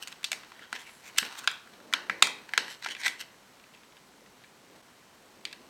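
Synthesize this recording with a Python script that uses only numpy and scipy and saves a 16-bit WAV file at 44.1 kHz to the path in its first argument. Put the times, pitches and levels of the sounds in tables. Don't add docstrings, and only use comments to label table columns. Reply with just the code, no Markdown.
import sys
import numpy as np
from scipy import signal
from scipy.fft import rfft, irfft
from scipy.io import wavfile
from scipy.ndimage import uniform_filter1d

SR = 44100
rng = np.random.default_rng(int(sys.argv[2]) if len(sys.argv) > 2 else 0)


def pcm_store(signal):
    levels = np.round(np.clip(np.atleast_2d(signal), -1, 1) * 32767)
    wavfile.write(sys.argv[1], SR, levels.astype(np.int16).T)


def magnitude_from_level(level_db):
    exponent = np.asarray(level_db, float) / 20
    return 10 ** exponent


N = 250929

# start in seconds, strength of the push in dB,
# pitch of the push in Hz, strength of the rumble that follows in dB.
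BUMP_EVENTS = [(0.316, -34.5, 664, -58), (0.329, -32, 746, -76), (0.726, -48, 220, -52.5),
               (1.222, -36.5, 215, -46.5), (1.937, -41, 272, -59), (2.096, -42, 199, -54),
               (2.222, -29, 550, -42.5), (2.578, -31.5, 456, -47), (2.878, -44.5, 395, -57),
               (3.069, -53, 276, -57), (3.211, -65, 300, -68), (4.217, -46, 520, -70)]


def rms_one(x):
    return x / np.sqrt(np.mean(x ** 2) + 1e-20)


def at_hz(points, hz):
    table_hz, values = np.array(points)[:, 0], np.array(points)[:, 1]
    return np.interp(np.log(hz), np.log(table_hz), values)


def resonance(x, hz, width_hz):
    r = np.exp(-np.pi * width_hz / SR)
    feedback = [1, -2 * r * np.cos(2 * np.pi * hz / SR), r * r]
    return signal.lfilter([(1 - r * r) / 2, 0, (r * r - 1) / 2], feedback, x)


def band(x, low_hz, high_hz):
    return signal.sosfilt(signal.butter(2, [low_hz, high_hz], "band", fs=SR, output="sos"), x)


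def grains(shape, per_s, spread_db):
    draw = rng.random(shape + (3,))
    happens = draw[..., 0] < per_s / SR
    sign = np.sign(draw[..., 1] - 0.5)
    size = magnitude_from_level(-spread_db * np.log(1 - 0.99 * draw[..., 2]))
    return happens * sign * size


def tray(force, mode_hz, low_db, mid_db, high_db, favour_db, chance_db):
    # frequency in Hz, width in Hz, share of the energy in dB.
    modes = [(770, 280, -3), (990, 370, 0.5), (1482, 238, 2), (1900, 488, 2), (2470, 440, 2.5),
             (2964, 550, 3.5), (3250, 375, 2), (3870, 630, 1.5), (4676, 275, -0.5), (4930, 590, -0.5),
             (6360, 1900, 4.5), (7540, 500, 3), (8470, 1270, 0), (10580, 1500, -2.5), (11850, 2400, -3),
             (14550, 670, -21)]
    luck = rng.standard_normal((len(force), len(modes)))
    out = 0
    for k, (hz, width_hz, share_db) in enumerate(modes):
        low, _, mid, high = [at_hz(list(zip([900, 1800, 3700, 8000], one)), hz) for one in np.eye(4)]
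        favoured = np.exp(-(np.log2(hz / mode_hz) / 0.28) ** 2)
        colour_db = low * low_db + mid * mid_db + high * high_db
        gain = magnitude_from_level(share_db + colour_db + favoured * favour_db + chance_db * luck[:, k])
        ring = resonance(force + 1e-18, hz, width_hz)
        level = gain / np.linalg.norm(ring, axis=1)
        out = out + (-1) ** k * ring * level[:, None]
    return out


def add(track, starts_s, rows):
    for s, row in zip(starts_s, rows):
        i = round(s * SR)
        part = row[max(-i, 0):N - i]
        track[max(i, 0):max(i, 0) + len(part)] += part
    return track


def hiss():
    # frequency in Hz, relative level in dB.
    noise_colour = [(18, -57.5), (30, -4), (64, -3), (210, 6.5), (374, -1), (584, -10), (649, 0),
                    (962, 2.5), (7270, -8.5), (7870, -9.5), (10500, -14.5), (14800, -17.5), (16000, -34)]
    noise_db, whine_db = -60, -81
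    whine_hz, width_hz = 7870, 60
    hz = np.maximum(np.arange(N // 2 + 1) * SR / N, 1)
    spectrum = rfft(rng.standard_normal(N)) * magnitude_from_level(at_hz(noise_colour, hz))
    noise = rms_one(irfft(spectrum, N))
    once = resonance(rng.standard_normal(N), whine_hz, width_hz)
    whine = rms_one(resonance(once, whine_hz, width_hz))
    return magnitude_from_level(noise_db) * noise + magnitude_from_level(whine_db) * whine


def hands():
    # time in seconds, rustle in dB, steady rumble in dB.
    movement = [(0.0, -54, -63.5), (0.17, -61, -63.5), (0.4, -55, -64.5), (0.66, -66.5, -63),
                (0.76, -53, -74), (0.9, -62, -68), (1.17, -56, -59.5), (1.31, -47.5, -78), (1.41, -49, -60),
                (1.57, -61, -66), (1.9, -60.5, -54.5), (2.199, -57, -56), (2.5, -57, -62),
                (3.0, -67.5, -65), (3.34, -64, -64.5), (4.61, -69, -64.5), (4.77, -61.5, -58.5),
                (4.83, -66.5, -66), (5.69, -64.5, -59.5)]
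    treble_db, treble_follows = -73, 0.4
    rise_s, fall_db_per_s = 0.008, -160
    s, rustle_db, rumble_db = np.transpose(movement)
    t = np.arange(N) / SR
    rustle_db = np.interp(t, s, rustle_db)
    rumble_db = np.interp(t, s, rumble_db)

    creep = grains((1, N), per_s=2500, spread_db=3.5)
    rung = tray(creep, 2000, 4.5, 0.54, -13.0, favour_db=1.5, chance_db=1.0)[0]
    rustle = magnitude_from_level(rustle_db) * rms_one(rung)
    slide_db = treble_db + treble_follows * (rustle_db - rustle_db.mean())
    slide = magnitude_from_level(slide_db) * rms_one(band(creep[0], 3400, 22000))

    after = t[:SR // 2]
    shape = (1 - np.exp(-after / rise_s)) * magnitude_from_level(fall_db_per_s * after)
    shaken = add(np.zeros(N), np.array(BUMP_EVENTS)[:, 0], [magnitude_from_level(row[3]) * shape for row in BUMP_EVENTS])
    rumble = rms_one(band(rng.standard_normal(N), 203, 663))
    return rustle + slide + (magnitude_from_level(rumble_db) + shaken) * rumble


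def scrapes():
    # loudest moment in seconds, level there in dB, favoured mode in Hz,
    # strength of the modes near 8 kHz in dB, time scale of the swell in milliseconds.
    strokes = [(0.033, -38, 2780, 1, 12.6), (.091, -50, 2400, -10, 6.5), (.124, -48, 2200, -8, 11),
               (0.638, -52, 1680, -20, 84), (0.763, -37, 2760, -14, 13.6), (0.812, -48, 3270, -1.5, 33),
               (0.88, -50.5, 2800, -12, 26), (0.95, -60, 10700, 1, 170), (1.079, -46.5, 2480, -6, 30),
               (1.174, -41.5, 2500, -20, 8.8), (1.261, -42.5, 2840, -6, 23), (1.392, -37, 3300, 0, 13.3),
               (1.446, -40.5, 1480, -7, 11), (2.2264, -4, 3800, -5, 1.3), (2.719, -44.5, 3480, -7, 71),
               (2.845, -37.5, 2000, -11.5, 13), (2.873, -35.5, 1900, -11.5, 7.5),
               (2.919, -36, 2960, -10, 23), (3.014, -39, 1900, -6.5, 21), (3.062, -24.5, 2270, -12, 21),
               (3.212, -34.5, 2770, -5, 13.2), (4.419, -61.5, 3200, -10, 42)]
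    s, rms_db, mode_hz, high_db, swell_ms = np.transpose(strokes)
    fade_ms = 0.41 * swell_ms
    ms = np.arange(-6000, 6000) * 1000 / SR
    distance = np.where(ms < 0, -ms / swell_ms[:, None], ms / fade_ms[:, None])
    stroke = np.exp(-distance ** 1.27)
    slips = grains(stroke.shape, per_s=4000, spread_db=4.5)
    rings = tray(slips, mode_hz, -8, -1.9, high_db, favour_db=5.5, chance_db=2.5)
    rings = rings / rings.std(axis=1, keepdims=True) * stroke * magnitude_from_level(rms_db)[:, None]
    return add(np.zeros(N), s + ms[0] / 1000, rings)


def room(x):
    # frequency in Hz, time to fall by 60 dB in seconds.
    decay_times = [(200, 0.17), (530, .38), (1400, 0.43), (3700, 0.32), (9700, 0.24)]
    level_db, delay_s = -11.5, 0.0025
    t = np.arange(30000) / SR
    tail = 0
    for hz in 125 * 2.0 ** np.arange(8):
        noise = band(rng.standard_normal(len(t)), hz / np.sqrt(2), min(hz * np.sqrt(2), 20000))
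        tail = tail + noise * magnitude_from_level(-60 * t / at_hz(decay_times, hz))
    tail = tail * np.clip(t / delay_s - 1, 0, 1)
    tail = tail / np.sqrt(np.sum(tail ** 2))
    return magnitude_from_level(level_db) * signal.fftconvolve(x, tail)[:N]


def buckles():
    # start in seconds, strength in dB, favoured mode in Hz, modes near
    # 3.7 kHz in dB, modes near 8 kHz in dB (both counted from the modes near 1.8 kHz).
    sheet_buckles = [(0.074, -23, 2400, 11, 4), (0.081, -28, 1860, 0, 4), (0.125, -29, 2980, -1, -8),
                     (0.231, -33, 2370, -4, -8), (0.2426, -11.5, 3850, 11, 5), (0.246, -15, 3850, 8, -14),
                     (0.317, -13, 2450, 2.5, 1), (0.33, -16.5, 2400, -4, -6), (0.434, -34.5, 1290, -3, -24),
                     (0.519, -31, 1020, -2, -26), (0.593, -34, 2400, -20, -15), (0.728, -15, 1280, -8, -17),
                     (0.739, -32, 1610, -18, -25), (0.893, -35.5, 1140, 0, -22),
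                     (1.097, -37, 3050, -13, -17), (1.162, -35, 2150, -9, -10), (1.175, -23, 3360, 0, -4),
                     (1.181, -15, 3250, -2, 20), (1.184, -2.5, 3340, -5, -2.5), (1.228, -20, 1780, -7, -20),
                     (1.25, -24, 3020, -3, -11), (1.325, -33, 1580, -3, -6), (1.475, -5, 1470, 4.5, -13),
                     (1.514, -26, 1380, -11, -3), (1.673, -36, 1430, -24, -17),
                     (1.802, -37, 1610, -19, -27), (1.927, -17.5, 1770, -8, -16),
                     (1.937, -6, 1624, 0, -15.5), (2.097, -8.5, 2170, -14.5, -29),
                     (2.224, 2.5, 1054, 6, -9.5), (2.271, -17, 1510, -4, -6), (2.491, -29, 2130, -7, -17.5),
                     (2.536, -10.5, 1950, -8.5, -23), (2.577, -1, 1696, 1, -11),
                     (2.681, -25.5, 1680, -17, -16), (2.709, -32, 1760, -8, -2),
                     (2.824, -27.5, 1860, 0, -15), (2.847, -23.5, 1620, 3, -9), (2.861, -16, 1160, -9, -29),
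                     (2.887, -24.5, 2560, 9, -1), (2.95, -24.5, 2320, -3, -17.5),
                     (2.966, -30, 2260, -3, -19), (3.035, -24, 2150, 10, -10),
                     (3.067, -11.5, 1690, -19, -8), (3.08, -13.5, 2400, 2, -6),
                     (3.222, -31.5, 2770, -7, -19), (3.834, -42, 2830, -5, -25), (3.923, -45, 2800, 0, -25),
                     (3.968, -42, 3200, 0, -27), (4.261, -41.5, 1770, -1, -15)]
    rows = []
    for s, db, hz, mid_db, high_db in sheet_buckles:
        low_db = -3.5 - 8 * np.log2(hz / 1440)
        rows.append((s, db, hz, low_db, mid_db, high_db))
    return rows


def snaps():
    releases = buckles() + tweezers() + ticks()
    s, peak_db, *colour = np.transpose(releases)
    echo_s, echo_db = 0.003, -8
    ms = np.arange(1500) * 1000 / SR
    release = np.tile(1.0 * (ms == 0), (len(s), 1))
    slips = grains(release.shape, per_s=11000, spread_db=1.0) * np.exp(-(ms / 3.03) ** 3.3)
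    kick = magnitude_from_level(15.0) * release
    rings = tray(kick + slips, *colour, favour_db=6.5, chance_db=1.77)
    lag = round(echo_s * SR)
    rings[:, lag:] += magnitude_from_level(echo_db) * band(rings, 400, 7000)[:, :-lag]

    height = np.sqrt(uniform_filter1d(rings ** 2, size=60).max(axis=1))
    rings *= (magnitude_from_level(peak_db - 9.5) / height)[:, None]

    crack = band(release, 1500, 5500)
    mid_db = colour[2]
    crack_db = peak_db - 3.5 + 0.7 * np.minimum(mid_db, 0)
    rings += crack / crack.max() * magnitude_from_level(crack_db)[:, None]

    all_round = tray(release, *colour, favour_db=4.0, chance_db=2.3)
    all_round *= (np.linalg.norm(rings, axis=1) / np.linalg.norm(all_round, axis=1))[:, None]
    return add(np.zeros(N), s, rings), add(np.zeros(N), s, all_round)


def bumps():
    t = np.arange(4000) / SR
    rise = 1 - np.exp(-t / 0.0014)
    rows = []
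    for _, db, hz, _ in BUMP_EVENTS:
        tone = np.sin(2 * np.pi * hz * t)
        rows.append(magnitude_from_level(db) * tone * rise * np.exp(-t * hz / 2.84))
    return band(add(np.zeros(N), np.array(BUMP_EVENTS)[:, 0], rows), 110, 2920)


def ticks():
    # start in seconds, end in seconds, ticks per second.
    spells = [(.4, 3.15, 8), (3.55, 4.0, 18), (4.36, 4.45, 22), (5.46, 5.55, 30)]
    smallest_db, spread_db = -47.5, 4
    low_hz, high_hz = 2000, 3400
    rows = []
    for start, end, per_s in spells:
        count = round(per_s * (end - start))
        for when, size, place in rng.random((count, 3)):
            s = start + when * (end - start)
            db = smallest_db - spread_db * np.log(1 - 0.9 * size)
            hz = low_hz * (high_hz / low_hz) ** place
            rows.append((s, db, hz, -21.5, -5, -21.5))
    return rows


def tweezers():
    # start in seconds, strength in dB, favoured mode in Hz.
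    tips = [(5.4525, -17, 4350), (5.513, -39, 2300), (5.528, -26, 4300)]
    return [(*row, -37, 3, -11.5) for row in tips]


def scene():
    direct, all_round = snaps()
    handling = scrapes() + bumps()
    mix = direct + handling + room(all_round + handling) + hands() + hiss()
    dip_s, width_s, dip_db = 4.82, 0.004, -9
    t = np.arange(N) / SR
    dip = magnitude_from_level(dip_db * np.exp(-((t - dip_s) / width_s) ** 2))
    return (mix * dip)[None]


def roll_off(x):
    return signal.sosfilt(signal.butter(12, 16790, fs=SR, output="sos"), x)


def record(dry):
    mix = np.clip(dry, -1, 1)
    return roll_off(mix)


dry = scene()
out = record(dry)
pcm_store(out)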